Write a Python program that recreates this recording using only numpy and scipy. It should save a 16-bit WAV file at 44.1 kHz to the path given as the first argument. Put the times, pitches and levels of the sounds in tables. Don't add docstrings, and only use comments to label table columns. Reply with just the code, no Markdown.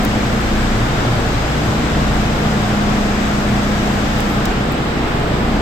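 import sys
import numpy as np
from scipy import signal
from scipy.fft import rfft, irfft, next_fast_len
from scipy.io import wavfile
from scipy.ndimage import uniform_filter1d, map_coordinates

SR = 44100
rng = np.random.default_rng(int(sys.argv[2]) if len(sys.argv) > 2 else 0)


def waveform_to_disk(signal):
    frames = np.transpose(np.atleast_2d(signal))
    scaled = np.clip(frames, -1, 1) * 32767
    samples = np.round(scaled).astype(np.int16)
    wavfile.write(sys.argv[1], SR, samples)


N = 247401
TIME = np.arange(N) / SR


def amp(db):
    return 10 ** (np.asarray(db) / 20)


def unit(x):
    return x / np.sqrt(np.mean(x ** 2) + 1e-20)


def along(points, hz):
    freqs, values = np.transpose(points)
    return np.interp(np.log(hz + 1), np.log(freqs + 1), values)


def fader(points):
    return amp(np.interp(TIME, *np.transpose(points)))


def wobble(rate):
    knots = rng.standard_normal(int(N * rate / SR) + 4)
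    return map_coordinates(knots, [TIME * rate])


def filtered(x, response):
    size = next_fast_len(N + SR // 2)
    return irfft(rfft(x, size) * response(np.fft.rfftfreq(size, 1 / SR)), size)[..., :N]


def eq(x, curve):
    return filtered(x, lambda hz: amp(along(curve, hz)))


def pan(lean_db):
    return amp(np.minimum([[lean_db], [-lean_db]], 0))


def camera_turn(before, after, start_s=4.11, takes_s=0.57):
    done = np.clip((TIME - start_s) / takes_s, 0, 1)
    return (1 - done) * before + done * after


# (frequency [Hz], left-right likeness [0-1])
LIKENESS = [(60, 0.96), (200, 1), (380, 0.84), (700, 0.57), (1200, 0), (2400, 0)]

def width(hz):
    return np.arccos(np.clip(along(LIKENESS, hz), -1, 1)) / 2


SHAFT_HZ = 29.5

def shaft_tone(shaft_angle, order, waver_db, swell=1):
    blur = .08 * np.sqrt(order) * wobble(4)
    phase = order * shaft_angle + rng.uniform(0, 2 * np.pi) + blur + np.angle(swell)
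    side = np.where(order < 9, 1, rng.choice([-1, 1]))
    apart = side * width(order * SHAFT_HZ)
    waver = amp(waver_db * wobble(4.27))
    return np.abs(swell) * unit(waver * np.sin([phase + apart, phase - apart]))


# (time [s], level [dB])
THROB_RIDE = [(0, -22.5), (.22, -34), (.6, -21), (1.1, -30), (1.35, -24.5), (1.75, -38), (2.15, -22),
              (2.6, -31), (2.9, -25.5), (4.5, -27), (4.8, -35), (5.4, -27.5)]
DRONE_RIDE = [(0, -26), (.65, -23.5), (1, -29), (1.5, -23), (1.75, -27), (2.05, -21), (2.7, -28),
              (3.5, -26.5), (3.85, -26), (5.1, -29), (5.55, -24.5)]
BURR_RIDE = [(0, -38), (.7, -38), (1.3, -28), (1.9, -25), (2.6, -27), (3.4, -32.5), (3.85, -31), (4.6, -32),
             (5.25, -27.5), (5.61, -32)]
# (order [x shaft rate], level [dB],
# twin against it [dB], time of a lull [s], change with the camera's turn [dB])
BEATING_ORDERS = [(7, -25.3, -2, 1.28, 2), (8, -28.6, -17, 1.25, 0.5), (10, -33, -13, 0.7, -4),
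                  (12, -39, -11, 1.9, 3.5), (14, -42.5, -5.5, 2.15, 5.5)]
# (order [x shaft rate], left before trim [dB], right before trim [dB])
STEADY_ORDERS = [(6, -42, -42), (9, -44, -44), (11, -43, -48), (15, -41, -44.5), (17, -40.5, -38),
                 (19, -45, -44), (20, -39.5, -38), (21, -39, -40), (23, -41, -45.5), (24, -48, -42),
                 (25, -47, -42), (29, -37, -43.5), (35, -47, -40.5)]

def compressor(drift_hz=.015, slip_hz=0.0382, whine_trim_db=-0.3):
    angle = 2 * np.pi * np.cumsum(SHAFT_HZ + drift_hz * wobble(2.15)) / SR
    hum = fader(THROB_RIDE) * shaft_tone(angle, order=1, waver_db=1.2)
    hum += fader(DRONE_RIDE) * shaft_tone(angle, order=2, waver_db=0.5)
    hum += fader(BURR_RIDE) * shaft_tone(angle, order=5, waver_db=1.1)
    for order, db, twin_db, lull_s, turn_db in BEATING_ORDERS:
        slip_angle = 2 * np.pi * order * slip_hz * (TIME - lull_s)
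        beat = 1 - amp(twin_db) * np.exp(1j * slip_angle)
        hum += amp(db + camera_turn(0, turn_db)) * shaft_tone(angle, order, waver_db=0.5, swell=beat)
    whine = sum(amp([[left], [right]]) * shaft_tone(angle, order, waver_db=2)
                for order, left, right in STEADY_ORDERS)
    return hum + amp(whine_trim_db) * whine


# (frequency [Hz], left minus right [dB])
AIR_LEAN = [(60, 0.5), (150, 0.5), (600, 0.3), (1300, 2.5), (2300, 2), (4400, -0.5), (6500, 3)]

def airflow(spectrum, eddy_db=0.55):
    bands = signal.stft(rng.standard_normal((2, N)), nperseg=512)[2]
    eddies = uniform_filter1d(rng.standard_normal(bands.shape[1:]), size=8, axis=0)
    eddies = uniform_filter1d(eddies, size=20, axis=1)
    bands *= amp(eddy_db * unit(eddies))
    noise = signal.istft(bands, nperseg=512)[1][:, :N] * np.sqrt(SR / 2)
    mid_side_gains = lambda hz: amp(along(spectrum, hz)) * [np.cos(width(hz)), np.sin(width(hz))]
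    mid, side = filtered(noise, mid_side_gains)
    stereo = np.array([mid + side, mid - side])
    return filtered(stereo, lambda hz: amp(np.outer([.5, -.5], along(AIR_LEAN, hz))))


# (frequency [Hz], density [dB per Hz])
BOOM_SPECTRUM = [(70, -71), (98, -47.5), (117, -35.5), (130, -43), (145, -56), (200, -116.5)]
# (time [s], gain [dB])
BOOM_RIDE = [(0, -5.5), (1.1, 2.4), (2, -5), (2.8, -4.5), (5.61, -8.5)]

def carriage_boom():
    return fader(BOOM_RIDE) * airflow(BOOM_SPECTRUM)


# (frequency [Hz], density [dB per Hz])
RUSH_SPECTRUM = [(150, -64), (330, -55.5), (460, -50.5), (550, -54), (750, -51), (920, -55.5), (1300, -54),
                 (2600, -62), (3700, -64.5), (4400, -69), (5000, -67.5), (5800, -72), (6900, -72),
                 (8800, -115)]
HISS_SPECTRUM = [(5800, -110), (6700, -79), (7400, -73), (8000, -69.5), (8450, -79.5), (8950, -100),
                 (9500, -125)]
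FIZZ_SPECTRUM = [(8600, -115), (9300, -85), (10300, -85), (11500, -82.5), (13800, -83), (15000, -86),
                 (15600, -112)]
# (frequency [Hz], gain [dB])
TURNED_EQ = [(200, 10.5), (450, -0.5), (750, 0.7), (1500, -0.8), (3500, -1), (5000, -3), (6500, -5.5)]

def vents(shift_right_db=0.7):
    rush = airflow(RUSH_SPECTRUM)
    turned_rush = amp([[-shift_right_db], [shift_right_db]]) * eq(rush, TURNED_EQ)
    hiss = airflow(HISS_SPECTRUM) * camera_turn(amp([[0], [-28]]), amp([[-3.5], [-17]]))
    flutter = amp(.5 * wobble(7))
    fizz = flutter * airflow(FIZZ_SPECTRUM) * camera_turn(amp([[0], [-16.5]]), amp([[-6], [-4.5]]))
    return camera_turn(rush, turned_rush) + hiss + fizz


# (frequency [Hz], density [dB per Hz])
RUMBLE_SPECTRUM = [(3, -68), (12, -47), (19, -46), (26, -48), (33, -58), (43, -46), (52, -55), (75, -47.5),
                   (120, -46.5), (160, -47), (190, -48), (235, -47), (330, -50), (500, -71), (1200, -100)]

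def duct_rumble():
    return airflow(RUMBLE_SPECTRUM)


# (time [s], strength before EQ [dB], left minus right [dB],
# 60 dB decay [s], knock send [dB], low cut [Hz])
TICK_CUES = [(.037, -9, 24, .006, -18, 10500), (.046, -14, 24, .012, -17, 11000),
             (.0505, -3.5, 26, .007, -10, 6500), (4.183, -23, 12, .06, -12, 8000),
             (4.2048, -3, 26, .004, -5, 7300), (4.454, -12.5, -1, .018, -2, 7000),
             (4.457, -19, -5, .013, 12.5, 6000), (4.722, -5.5, -18, .004, -30, 10600)]
# (frequency [Hz], gain [dB])
TICK_EQ = [(4000, -30), (6500, -9), (8000, 1), (10000, -5), (12000, -0.5), (15500, -0.5)]
KNOCK_EQ = [(1200, -18), (2500, 1), (3800, 5), (5100, 7), (7300, -1), (9000, -31)]

def finger_ticks():
    ticks, knocks = np.zeros((2, 2, N))
    for start_s, db, lean_db, t60, knock_db, low_cut_hz in TICK_CUES:
        snap = np.arange(N) == round(start_s * SR)
        decay = (TIME >= start_s) * amp(-60 * np.maximum(TIME - start_s, 0) / t60)
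        chatter = decay * rng.standard_normal((2, N))
        touch = amp(db) * pan(lean_db) * (snap + 0.46 * chatter)
        ticks += filtered(touch, lambda hz: 1 - 1 / (1 + (hz / low_cut_hz) ** 20))
        knocks += amp(knock_db) * touch
    return eq(ticks, TICK_EQ) + eq(knocks, KNOCK_EQ)


# (frequency [Hz], gain [dB])
TAP_EQ = [(150, -10), (400, 0), (900, 13), (1700, 16.5), (3000, 9.5), (4000, 1), (6000, -15), (9000, -50)]

def finger_tap(at_s=4.1981):
    push = np.arange(N) == round(at_s * SR)
    return pan(lean_db=-26) * eq(push, TAP_EQ)


# (frequency [Hz], relative level [dB])
RUB_EQ = [(9000, -15), (11500, -4), (13000, 4), (14200, -4), (15500, -14)]

def finger_rub(peak_s=4.315, peak_db=-39, rise_db_per_s=110, fall_db_per_s=170):
    stroke_db = peak_db - np.maximum(rise_db_per_s * (peak_s - TIME), fall_db_per_s * (TIME - peak_s))
    friction = unit(eq(rng.standard_normal((2, N)), RUB_EQ))
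    return pan(lean_db=17) * amp(stroke_db) * friction


def scene(left_lead_s=.00012):
    bed = compressor() + carriage_boom() + vents() + duct_rumble()
    bed = filtered(bed, lambda hz: np.exp(1j * np.pi * left_lead_s * np.outer([1, -1], hz)))
    return bed + finger_ticks() + finger_tap() + finger_rub()


def record(dry):
    return filtered(dry, lambda hz: hz < 15850)


dry = scene()
out = record(dry)
waveform_to_disk(out)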